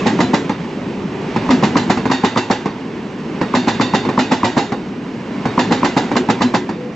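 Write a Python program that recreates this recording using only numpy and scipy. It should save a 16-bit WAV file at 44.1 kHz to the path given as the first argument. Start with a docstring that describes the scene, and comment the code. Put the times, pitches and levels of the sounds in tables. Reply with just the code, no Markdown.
"""Rumble, roar and sharp steel knocks: an electric passenger train rolls over a nearby track crossing.
At each of two crossed rails, a wheel drops into a gap with a knock and a thud, slams onto the far edge
and rings on. Every bogie (a frame with two axles) also clonks over a rail joint before and after.
The rails roar as each wheel nears, the coaches rumble in between, and a short hum passes at the end."""
import sys
import numpy as np
from scipy import signal
from scipy.fft import rfft, irfft, next_fast_len
from scipy.io import wavfile
from scipy.ndimage import uniform_filter1d

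SR = 44100
rng = np.random.default_rng(int(sys.argv[2]) if len(sys.argv) > 2 else 0)


def generate_wav(signal):
    """Clip the signal to [-1, 1] and save it as 16-bit WAV at the path in sys.argv[1]."""
    frames = np.transpose(np.atleast_2d(signal))
    scaled = np.clip(frames, -1, 1) * 32767
    pcm = np.round(scaled).astype(np.int16)
    wavfile.write(sys.argv[1], SR, pcm)


N = 306495

# One row per axle, a bogie's front and rear in turn: (time at gap 1 [s], time at gap 2 [s],
# knock 1 [dB], knock 2 [dB], flight over gap 1 [s], flight over gap 2 [s], clonk [dB], frame boom [dB],
# wheel ring [dB], fade time stretch [factor], ping pitch [Hz], ping level [dB], closest roar [dB])
AXLES = [(-0.085, 0.06, -12, -16, 0.014, 0.0086, -7, -21, -45, 1.17, 2610, -25, -27.5),
         (0.19, 0.335, -12, -8, 0.015, 0.006, -11, -15, -39, 0.99, 4005, -34, -32),
         (1.491, 1.628, -8.5, -16, 0.016, 0.008, -10, -10.5, -42, 1.08, 3460, -44, -28),
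         (1.756, 1.899, -7, -5, 0.013, 0.002, -10.5, -18.5, -39, 1.12, 4010, -37, -30),
         (2.101, 2.237, -13, -6, 0.014, 0.010, -13, -23, -27.5, 1.07, 3680, -31, -34.5),
         (2.361, 2.502, -6.5, -7.5, 0.013, 0.009, -13, -23, -35, 1.1, 2713, -34, -34.5),
         (3.539, 3.673, -4.5, -9, 0.013, 0.010, -9.5, -17, -28, 1.08, 1776, -36, -33),
         (3.798, 3.937, -6, -3.5, 0.013, 0.009, -11.5, -24.5, -25.5, 1.08, 1965, -44, -30.5),
         (4.177, 4.314, -3.5, -9.5, 0.015, 0.005, -15.5, -17.5, -31, 1.18, 2530, -33, -32),
         (4.432, 4.569, -5, -9, 0.014, 0.009, -13, -20, -34, 1.31, 2440, -42, -35),
         (5.578, 5.712, -3.5, -9.5, 0.015, 0.010, -10.5, -19.5, -31, 1.08, 1780, -39, -30),
         (5.831, 5.967, -4, -8, 0.016, 0.006, -13, -20.5, -36, 1.1, 2035, -34.5, -29),
         (6.156, 6.289, -12, -4, 0.011, 0.012, -21, -18, -40, 0.52, 2690, -49, -33),
         (6.409, 6.541, -10, -8.5, 0.010, 0.006, -15.5, -9.5, -35.5, 0.72, 4020, -37, -31)]
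# A wheel's modes, the notes it rings at: (pitch [Hz], width [Hz], relative level [dB])
WHEEL_MODES = [(1001, 2.5, 10.5), (1844, 11, -14), (1897, 4.8, 8), (2750, 36, -1), (2840, 25, -10),
               (3618, 65, -1), (3800, 19, 0.5), (4380, 28, -2.5), (4634, 35, -2.5), (6800, 20, -16.5),
               (7170, 30, -18.5)]
# What a blow shakes. A fade time is how long a sound takes to fall by 60 dB.
# The wheel's rim clacks: (pitch [Hz], relative level [dB per Hz], fade time [s])
CLACK_BANDS = [(450, 1.5, 0.15), (630, -9.5, 0.053), (820, 8.5, 0.15), (1260, -3, 0.19), (2190, -6.5, 0.16),
               (2870, -16, 0.17), (5370, -20.5, 0.14), (8300, -37.5, 0.21)]
# The bogie thuds: (pitch [Hz], relative level [dB per Hz], fade time [s])
THUD_BANDS = [(126, -18.5, 0.26), (175, -2.5, 0.084), (244, 4, 0.094), (332, -7.5, 0.2), (486, -8, 0.14),
              (690, -29.5, 0.067)]
# The sleepers, the beams under the rails, thump: (pitch [Hz], relative level [dB per Hz], fade time [s])
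THUMP_BANDS = [(60, -15, .15), (88, -13.5, 0.095), (115, 3.5, 0.24), (148, -2, 0.11)]


def amp(db):
    """Turns decibels into a gain."""
    return 10 ** (np.asarray(db) / 20)


def unit_rms(x):
    """Scales a signal to an average (rms) level of 1."""
    return x / np.sqrt(np.mean(x ** 2, -1, keepdims=True) + 1e-20)


def curve_at(points, hz):
    """Joins (frequency, value) points on a log-frequency axis."""
    point_hz, value = np.transpose(points)
    return np.interp(np.log(hz + 1), np.log(point_hz + 1), value)


def add(mix, s, sound):
    """Mixes a sound in at s seconds, cutting off what falls outside the mix."""
    start = round(s * SR)
    sound = sound[..., max(-start, 0):]
    part = mix[:, max(start, 0):][:, :sound.shape[-1]]
    part += sound[..., :part.shape[1]]


def speed(s, start_m_per_s=10.0, gain_m_per_s2=0.125):
    """The train slowly gathers speed; gives metres per second at time s."""
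    return start_m_per_s + gain_m_per_s2 * s


def restless_noise(spectrum, patch_db, flicker_db):
    """Shaped noise with drifting louder patches and a flicker shared by all pitches."""
    hz, _, cells = signal.stft(rng.standard_normal((2, N)), SR, nperseg=1024, noverlap=768)
    patches = uniform_filter1d(rng.standard_normal(cells.shape[1:]), size=4, axis=0)
    patches = unit_rms(uniform_filter1d(patches, size=14, axis=1))
    flicker = unit_rms(uniform_filter1d(rng.standard_normal(cells.shape[2]), size=6))
    cells = cells * amp(curve_at(spectrum, hz)[:, None] + patch_db * patches + flicker_db * flicker)
    return unit_rms(signal.istft(cells, nperseg=1024, noverlap=768)[1][:, :N])


def coach_rumble():
    """Rough wheel rims shake the coaches into a low rumble."""
    # The rumble's tone colour: (frequency [Hz], relative level [dB per Hz])
    spectrum = [(20, -40.5), (40, -17), (70, -23.5), (110, -11.5), (180, -0.5), (240, 1.5), (310, -4.5),
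                (420, -5.5), (600, -28), (1200, -63)]
    # Its rise and fall: (time [s], level [dB])
    levels = [(0.0, -18.5), (0.21, -18.5), (0.52, -24.5), (1.26, -21.5), (1.57, -18.5), (1.93, -20),
              (2.34, -30.5), (2.9, -25), (3.56, -23.5), (5.13, -26), (5.69, -21), (6.41, -25), (6.95, -27)]
    level_db = np.interp(np.arange(N) / SR, *np.transpose(levels))
    return amp(level_db) * restless_noise(spectrum, patch_db=1.2, flicker_db=.8)


def rail_roar(distance_m=1.65, track_db=-37, fade_db_per_s=1):
    """The whole track roars, slowly fading, and swells as each wheel passes closest."""
    # The roar's tone colour: (frequency [Hz], relative level [dB per Hz])
    spectrum = [(250, -18.5), (500, 7.5), (650, 3.5), (950, 4.5), (1300, -2), (2000, -3), (2850, -6),
                (3400, -11), (4500, -14.5), (6000, -18.5), (8000, -27)]
    t = np.arange(N) / SR
    wheel_power = sum(amp(db) ** 2 / (1 + (speed(t) * (t - s) / distance_m) ** 2) for s, *_, db in AXLES)
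    track_power = amp(track_db - fade_db_per_s * (t - t.mean())) ** 2
    return np.sqrt(track_power + wheel_power) * restless_noise(spectrum, patch_db=.9, flicker_db=.4)


def knock(hz, contact_s=0.0033, glide=0.54):
    """Wheel and rail meet like a spring: a few cycles that sag in pitch as the load lets go."""
    age = np.arange(SR // 20) / SR / contact_s
    cycles = np.cumsum(hz * (1 + glide * (np.exp(-age) - np.exp(-1)))) / SR
    envelope = age ** 3 * np.exp(3 * (1 - age))
    return envelope * np.sin(2 * np.pi * (cycles + rng.random()))


def blow(bands, rise_s, stretch=1, crack=0, crack_s=.002, size=10240):
    """A hit wakes a crowd of modes, each band fading at its own speed; crack boosts the start."""
    t, hz = np.arange(size) / SR, np.fft.rfftfreq(size, 1 / SR)
    uneven = unit_rms(uniform_filter1d(rng.standard_normal(len(hz)), size=7))  # some modes stand out
    noise = rfft(rng.standard_normal((2, size))) * amp(4 * np.clip(uneven, -2, 2))
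    attack = (1 - np.exp(-(t / rise_s) ** 2)) * (1 + crack * np.exp(-t / crack_s))
    centres = [bands[0][0] / 2] + [band[0] for band in bands] + [bands[-1][0] * np.sqrt(2)]
    out = 0
    for k, (_, db, fade_s) in enumerate(bands):
        share = np.interp(hz, centres[k:k + 3], [0, 1, 0])
        band = irfft(noise * share) * attack * amp(-60 * t / (fade_s * max(stretch, .2)))
        out = out + amp(db) * np.linalg.norm(share) * unit_rms(band)
    return out / out[:, :SR // 50].std(1, keepdims=True)  # level 1 over the first 20 ms


def ring(modes, fade_s, detune, rise_s):
    """Struck steel rings: each mode is a wobbling cluster of close notes, retuned a little on every hit."""
    t, hz = np.arange(SR // 2) / SR, np.fft.rfftfreq(SR // 2, 1 / SR)
    tunings = 1 + detune * rng.standard_normal(len(modes))
    spectrum = sum(amp(db) * np.exp(-.5 * ((hz - pitch * tuning) / width) ** 2)
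                   for (pitch, width, db), tuning in zip(modes, tunings))
    notes = irfft(spectrum * np.exp(2j * np.pi * rng.random((2, len(hz)))))
    envelope = (1 - np.exp(-t / rise_s)) * amp(-60 * t / max(fade_s, .05))
    return unit_rms(notes * envelope) * np.sqrt(np.mean(envelope ** 2))


def joint_clonk(s, db):
    """A wheel clonks dully over a joint further off and rings a little. Gives (time, sound) pairs."""
    return [(s - .001, amp(db - 6.5) * knock(hz=810, contact_s=0.0024, glide=0.4)),
            (s - .0015, amp(db - 8.5) * blow(CLACK_BANDS, rise_s=0.00068, crack=0.39, crack_s=0.019)),
            (s - .001, amp(db - 4.5) * blow(THUD_BANDS, rise_s=0.0024)),
            (s - .001, amp(db - 17.5) * blow(THUMP_BANDS, rise_s=0.0063)),
            (s, amp(db - 24.5) * ring(WHEEL_MODES, fade_s=0.35, detune=0.015, rise_s=0.0051))]


def gap_drop(s, knock_db, gap):
    """A wheel clacks off the edge into a gap: the rail knocks, the bogie thuds and hums, sleepers thump."""
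    # The notes of the bogie's frame: (pitch [Hz], width [Hz], relative level [dB])
    frame_modes = [(111, 7.6, -6), (256.5, 8.6, 0.5), (287.8, 5.7, -1), (360.6, 8.7, -1), (368.4, 6.1, -16)]
    knock_hz, thud_db, hum_db, thump_db, *_ = gap
    return [(s - .001, amp(knock_db) * knock(knock_hz)),
            (s - .005, amp(thud_db - 9.5) * blow(CLACK_BANDS, rise_s=0.0035)),
            (s - .002, amp(thud_db) * blow(THUD_BANDS, rise_s=0.0043)),
            (s, amp(hum_db) * ring(frame_modes, fade_s=0.47, detune=0.015, rise_s=0.0079)),
            (s - .003, amp(thump_db) * blow(THUMP_BANDS, rise_s=0.0032))]


def edge_strike(s, ring_db, stretch, gap):
    """Steel meets steel at the gap's far edge: a scuff, a sharp crash, a rail clang and a wheel ring."""
    # The bright crash of steel: (pitch [Hz], relative level [dB per Hz], fade time before stretch [s])
    crash_bands = [(1190, 8.5, 0.096), (1460, 1, 0.35), (2267, 7.5, 0.13), (2130, -1, 0.14),
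                   (2810, 1.5, 0.24), (3350, -7, 0.66), (3490, 0.5, 0.28), (4880, -4.5, 0.24),
                   (5960, -8, 0.3), (7520, -9.5, 0.3), (7680, -22, 0.091)]
    # The rail's clang: (pitch [Hz], relative level [dB per Hz], fade time before stretch [s])
    clang_bands = [(333, -6, 0.27), (480, 2, 0.073), (600, 1, 0.074), (770, 5, 0.21), (860, 8, 0.16),
                   (1110, -12, 0.14), (1250, -16.5, 0.2), (1600, -5.5, 0.32)]
    *_, crash_db, clang_db, ring_offset_db = gap
    scuff = blow(crash_bands, rise_s=0.0061, stretch=.4)
    crash = blow(crash_bands, rise_s=0.0017, stretch=stretch, crack=0.48, crack_s=0.00062)
    clang = blow(clang_bands, rise_s=0.0015, stretch=stretch)
    wheel = ring(WHEEL_MODES, fade_s=.5 * stretch, detune=0.012, rise_s=0.0023)
    return [(s - .0063, amp(crash_db - 1) * scuff),
            (s - .001, amp(crash_db) * crash),
            (s - .003, amp(clang_db) * clang),
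            (s, amp(ring_db + ring_offset_db) * wheel)]


def sing(middle_s, length_s, hz, db, waver=0.0053):
    """One wavering note swells and fades. Gives (start time, sound)."""
    size = int(length_s * SR)
    drift = unit_rms(uniform_filter1d(rng.standard_normal(SR), size=300))[:size]
    tone = np.sqrt(2) * np.sin(2 * np.pi * np.cumsum(hz * (1 + waver * drift)) / SR)
    return middle_s - length_s / 2, amp(db) * np.hanning(size) * tone


def passing_axles(joint_before_m=1.31, joint_after_m=3.06):
    """Every axle hits both gaps; a bogie's front one clonks on the joint before, its rear one after."""
    # The gaps at the two crossed rails: (knock pitch [Hz], thud [dB], bogie hum [dB],
    # sleeper thump [dB], crash [dB], clang [dB], added to the wheel ring [dB])
    gaps = [(1066, -13.5, -17.5, -29.5, -20.5, -17, 1.5), (861, -11, -19.5, -30, -21, -17, -1)]
    out = np.zeros((2, N))
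    for k, axle in enumerate(AXLES):
        (first_s, second_s, first_db, second_db, first_flight_s, second_flight_s,
         clonk_db, boom_db, ring_db, stretch, ping_hz, ping_db, _) = axle
        joint_m = joint_after_m if k % 2 else -joint_before_m  # counted from the first gap
        sounds = joint_clonk(first_s + joint_m / speed(first_s), clonk_db)
        sounds += gap_drop(first_s, first_db, gaps[0])
        sounds += edge_strike(first_s + first_flight_s, ring_db, stretch, gaps[0])
        sounds += gap_drop(second_s, second_db, gaps[1])
        sounds += edge_strike(second_s + second_flight_s, ring_db, stretch, gaps[1])
        sounds += [sing(first_s + .048, length_s=.08, hz=250.4, db=boom_db),  # the bogie's frame booms
                   sing(first_s + .062, length_s=.11, hz=ping_hz, db=ping_db),  # the wheel pings
                   sing(second_s + .062, length_s=.19, hz=2010, db=-41)]  # the second rail sings on
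        for s, sound in sounds:
            add(out, s, sound)
    return out


def equipment_hum():
    """Equipment under the last coach hums as it goes by."""
    out = np.zeros((2, N))
    add(out, *sing(middle_s=6.84, length_s=.25, hz=495, db=-28.5))
    return out


def microphone_pair(sound):
    """Two close microphone openings share one sound; a second, scattered one sets left and right apart."""
    # How alike the two sides are: (frequency [Hz], likeness [0 to 1])
    likeness = [(25, 0.94), (60, 1), (130, 0.99), (270, 1), (530, 0.9), (910, .96), (1600, 0.81),
                (2700, 0.86), (4600, 0.64), (8000, 0.88)]
    # How much louder the left is: (frequency [Hz], left minus right [dB])
    balance = [(200, 0), (390, .5), (570, -3), (850, -2), (1250, -4), (1800, -4.5), (2600, -5),
               (3700, -3.5), (5500, 1.5), (8000, 1)]
    # How far the left wave runs ahead: (frequency [Hz], lead [radians])
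    lead = [(0, -0.5), (520, 0.11), (4050, 0.4), (8180, -0.1)]
    size = next_fast_len(N)
    hz = np.fft.rfftfreq(size, 1 / SR)
    shared, scattered = rfft(sound, size)
    alike = np.clip(curve_at(likeness, hz), 0, 1)
    mid = np.sqrt((1 + alike) / 2) * shared
    side = np.sqrt((1 - alike) / 2) * scattered
    lean = amp(curve_at(balance, hz) / 2) * np.exp(1j * curve_at(lead, hz) / 2)
    return irfft(np.array([(mid + side) * lean, (mid - side) / lean]), size)[:, :N]


def scene():
    """The whole train, heard from beside the track."""
    return microphone_pair(coach_rumble() + rail_roar() + passing_axles() + equipment_hum())


def record(dry):
    """The microphone thins the deep bass, overload rounds the loudest blows, and the top treble is cut."""
    low_cut_hz, high_cut_hz, ceiling = 45, 8050, 1.05
    thinned = signal.lfilter(*signal.butter(1, low_cut_hz, "high", fs=SR), dry)
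    rounded = thinned / (1 + (thinned / ceiling) ** 4) ** (1 / 4)
    treble_cut = signal.firwin(255, high_cut_hz, window=("kaiser", 9), fs=SR)
    return signal.oaconvolve(rounded, treble_cut[None], "same")


dry = scene()
out = record(dry)
generate_wav(out)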